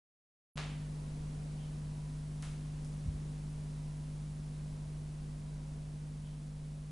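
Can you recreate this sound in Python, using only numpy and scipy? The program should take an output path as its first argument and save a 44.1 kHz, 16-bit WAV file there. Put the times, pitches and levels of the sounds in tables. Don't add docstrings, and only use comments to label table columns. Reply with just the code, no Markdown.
import sys
import numpy as np
from scipy import signal
from scipy.fft import rfft, irfft, next_fast_len
from scipy.io import wavfile
from scipy.ndimage import map_coordinates

SR = 44100
rng = np.random.default_rng(int(sys.argv[2]) if len(sys.argv) > 2 else 0)


def store_wav(level_fs):
    pcm = np.round(np.clip(np.atleast_2d(level_fs), -1, 1) * 32767)
    wavfile.write(sys.argv[1], SR, pcm.T.astype(np.int16))


N = 304731
TOP_HZ = 11060


def amp(db):
    return 10 ** (np.asarray(db) / 20)


def unit(x):
    return x / np.sqrt(np.mean(x ** 2) + 1e-20)


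def along(points, hz):
    pitches, values = np.transpose(points)
    return np.interp(np.log(hz + 1), np.log(pitches + 1), values)


def wobble(rate_hz):
    points = rng.standard_normal(int(N * rate_hz / SR) + 4)
    return map_coordinates(points, [np.arange(N) * rate_hz / SR])


def filtered(x, gain_at):
    size = next_fast_len(N + SR // 2)
    return irfft(rfft(x, size) * gain_at(np.fft.rfftfreq(size, 1 / SR)), size)[..., :N]


def noise(colour):
    return unit(filtered(rng.standard_normal(N), lambda hz: amp(along(colour, hz))))


# multiple_of_mains, level_db
HUM_TONES = [(1, -50), (2, -70), (3, -43), (4, -61.5), (5, -61.5)]

def hum(mains_hz=49.995):
    t = np.arange(N) / SR
    return np.sqrt(2) * sum(amp(db) * np.cos(2 * np.pi * k * mains_hz * t) for k, db in HUM_TONES)


# pitch_hz, level_db
RUMBLE_COLOUR = [(8, -2), (16, 7), (25, -10), (32, -8), (40, -1), (55, -6.5), (72, -1), (90, -3), (130, -7),
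                 (240, -8.5), (330, -15), (600, -22.5), (1500, -51)]
AIR_COLOUR = [(40, -26), (100, -35), (150, -12.5), (210, 3), (300, -0.5), (450, -4), (700, -5), (1000, -9),
              (1500, -13.5), (3000, -18.5), (6000, -23.5), (11000, -27)]
HISS_COLOUR = [(100, -22), (500, 0), (1500, 2.5), (3000, 1.5), (6000, 1.5), (11000, 1)]

def background(rumble_db=-52.6, air_db=-61.0, hiss_db=-62.5):
    drift_db = 0.74 * wobble(1.5)
    rumble = amp(rumble_db + drift_db) * noise(RUMBLE_COLOUR)
    air = amp(air_db + drift_db) * np.array([noise(AIR_COLOUR), noise(AIR_COLOUR)])
    return rumble + air + amp(hiss_db) * noise(HISS_COLOUR)


# pitch_hz, level_db
MOTOR_TONES = [(432, -85.5), (548, -81.5), (655, -82.5), (981, -79.5)]
RUSH_COLOUR = [(200, -40), (450, 4), (800, 3), (1100, 2.5), (1600, -30), (4000, -18)]

def motor_whine(period_s=0.925, crest_s=1.045):
    t = np.arange(N) / SR
    swell = np.cos(2 * np.pi * (t - crest_s) / period_s)
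    tones = np.zeros(N)
    for hz, db in MOTOR_TONES:
        strength = np.sqrt(2) * amp(db + 2.0 * wobble(4.03))
        tones += strength * np.sin(2 * np.pi * hz * t + 1.97 * wobble(16))
    rush = unit(noise(RUSH_COLOUR) + 0.86 * np.array([noise(RUSH_COLOUR), noise(RUSH_COLOUR)]))
    return amp(-4 + 7 * swell) * tones + amp(-72.5 + 1.5 * swell) * rush


def causal(gain):
    cepstrum = irfft(np.log(np.maximum(gain, 1e-6)))
    half = len(cepstrum) // 2
    cepstrum[1:half] *= 2
    cepstrum[half + 1:] = 0
    return np.exp(rfft(cepstrum))


def snap(colour, tilt_db):
    hz = np.fft.rfftfreq(SR // 2, 1 / SR)
    octaves = np.log2(np.clip(hz, 500, TOP_HZ) / TOP_HZ)
    top_cut_db = 30 * np.clip(hz / TOP_HZ - 1, 0, 1)
    pulse = irfft(causal(amp(along(colour, hz) + tilt_db * octaves - top_cut_db)))
    return pulse / np.linalg.norm(pulse)


def contact(colour, tilt_db, grit, grit_s):
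    t = np.arange(SR // 10) / SR
    chatter = rng.standard_normal(len(t)) * np.exp(-t / grit_s)
    force = grit * chatter / np.linalg.norm(chatter)
    force[0] += 1
    spectrum = rfft(force)
    spread = irfft(spectrum / causal(np.abs(spectrum)))
    return signal.fftconvolve(snap(colour, tilt_db), spread[:len(t) // 2])


# pitch_hz, fade_s
ROOM_FADE = [(100, 1), (700, 0.56), (2500, 0.75), (6000, 0.52), (11000, 0.57)]

def in_room(sound, wet_db, side_db, build_s, wall_s, wall_db):
    hz, t, bands = signal.stft(rng.standard_normal((2, SR)), SR, nperseg=256)
    fade = amp(-60 * t / along(ROOM_FADE, hz)[:, None])
    tail = signal.istft(bands * fade, SR, nperseg=256)[1]
    mid, side = tail * (1 - np.exp(-np.arange(tail.shape[1]) / SR / build_s))
    side = amp(side_db) * side
    answer = amp(wet_db) * np.array([mid + side, mid - side]) / np.linalg.norm(mid)
    answer[:, 0] += 1
    answer[:, round(wall_s * SR)] += amp(wall_db)
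    return signal.fftconvolve(sound[None], answer, axes=1)


def add(track, start_s, sound):
    start = round(start_s * SR)
    track[..., start:start + sound.shape[-1]] += sound[..., :N - start]


# start_s, level_db
SWITCH_CLICKS = [(0.5737, -23), (0.5783, -18.5)]
# pitch_hz, level_db
CLICK_COLOUR = [(150, -7), (450, -2.5), (800, 1.5), (1200, -1.5), (1800, -1.5), (2900, -1), (4200, -5),
                (5500, -8.5), (7500, -12.5), (11000, -21.5)]

def switch():
    out = np.zeros((2, N))
    for start_s, db in SWITCH_CLICKS:
        click = amp(db) * contact(CLICK_COLOUR, tilt_db=-0.5, grit=0.97, grit_s=0.00082)
        heard = in_room(click, wet_db=5, side_db=-9, build_s=0.0037, wall_s=0.0228, wall_db=-8)
        add(out, start_s, heard)
    return out


# start_s, length_s, level_db
FINGER_RUBS = [(1.574, 0.15, -68), (6.233, 0.16, -69.5)]
# pitch_hz, level_db
FINGER_COLOUR = [(1000, -35), (2500, -17), (3100, 0), (3600, -9), (4300, -24), (8000, -38)]

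def finger_rubs(rise_s=0.026, side_db=-6):
    t = np.arange(N) / SR
    strokes = np.zeros(N)
    for start_s, length_s, db in FINGER_RUBS:
        strokes += amp(db) * np.sqrt(np.interp(t, [start_s, start_s + rise_s, start_s + length_s], [0, 1, 0]))
    mid = noise(FINGER_COLOUR)
    side = amp(side_db) * noise(FINGER_COLOUR)
    return strokes * unit(np.array([mid + side, mid - side]))


# start_s, level_db,
# brightness_db_per_octave
LEVER_TICKS = [(2.4248, -29, 10), (2.4288, -29.5, -3), (2.4355, -35.5, -10.5), (2.4521, -34.5, 2),
               (2.848, -37, 11)]
# pitch_hz, level_db
TICK_COLOUR = [(200, -23), (700, 4), (1400, 10), (3000, 9.5), (6000, 5), (11000, -4)]

def lever(left_db=0.76):
    out = np.zeros((2, N))
    for start_s, db, tilt_db in LEVER_TICKS:
        tick = amp(db) * contact(TICK_COLOUR, tilt_db, grit=0.61, grit_s=0.0012)
        heard = in_room(tick, wet_db=4, side_db=-8, build_s=0.0013, wall_s=0.016, wall_db=-14)
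        add(out, start_s, heard)
    return out * amp([[left_db], [-left_db]])


# peak_s, level_db, pitch_hz
ARM_PUSHES = [(3.0624, -31.5, 143.5), (3.0851, -28.5, 70.5), (3.157, -38, 60.5)]

def tonearm_bump(ring_hz=82, ring_db=-13, ring_fade_s=0.52):
    out = np.zeros(N)
    for peak_s, db, hz in ARM_PUSHES:
        t = np.arange(N) / SR - peak_s
        steepness = np.where(t < 0, 1.9, 1.0)
        push = np.cos(2 * np.pi * hz * t) * np.exp(-(steepness * hz * t) ** 2)
        after = np.maximum(t, 0)
        ring = -np.sin(2 * np.pi * ring_hz * after) * amp(ring_db - 60 * after / ring_fade_s)
        mismatch = 1 + (2 * np.log2(hz / ring_hz)) ** 2
        out += amp(db) * (push + ring / mismatch)
    return out


def scene():
    running = hum() + motor_whine() + background()
    return running + switch() + finger_rubs() + lever() + tonearm_bump()


def record(dry, on_s=0.556, hold_db=0.87, ease_from_s=3.82, ease_db_per_s=0.9):
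    t = np.arange(N) / SR
    on = np.clip((t - on_s) / 0.002, 0, 1)
    level = amp(hold_db - ease_db_per_s * np.maximum(t - ease_from_s, 0))
    return filtered(dry * on * level, lambda hz: hz < TOP_HZ)


dry = scene()
out = record(dry)
store_wav(out)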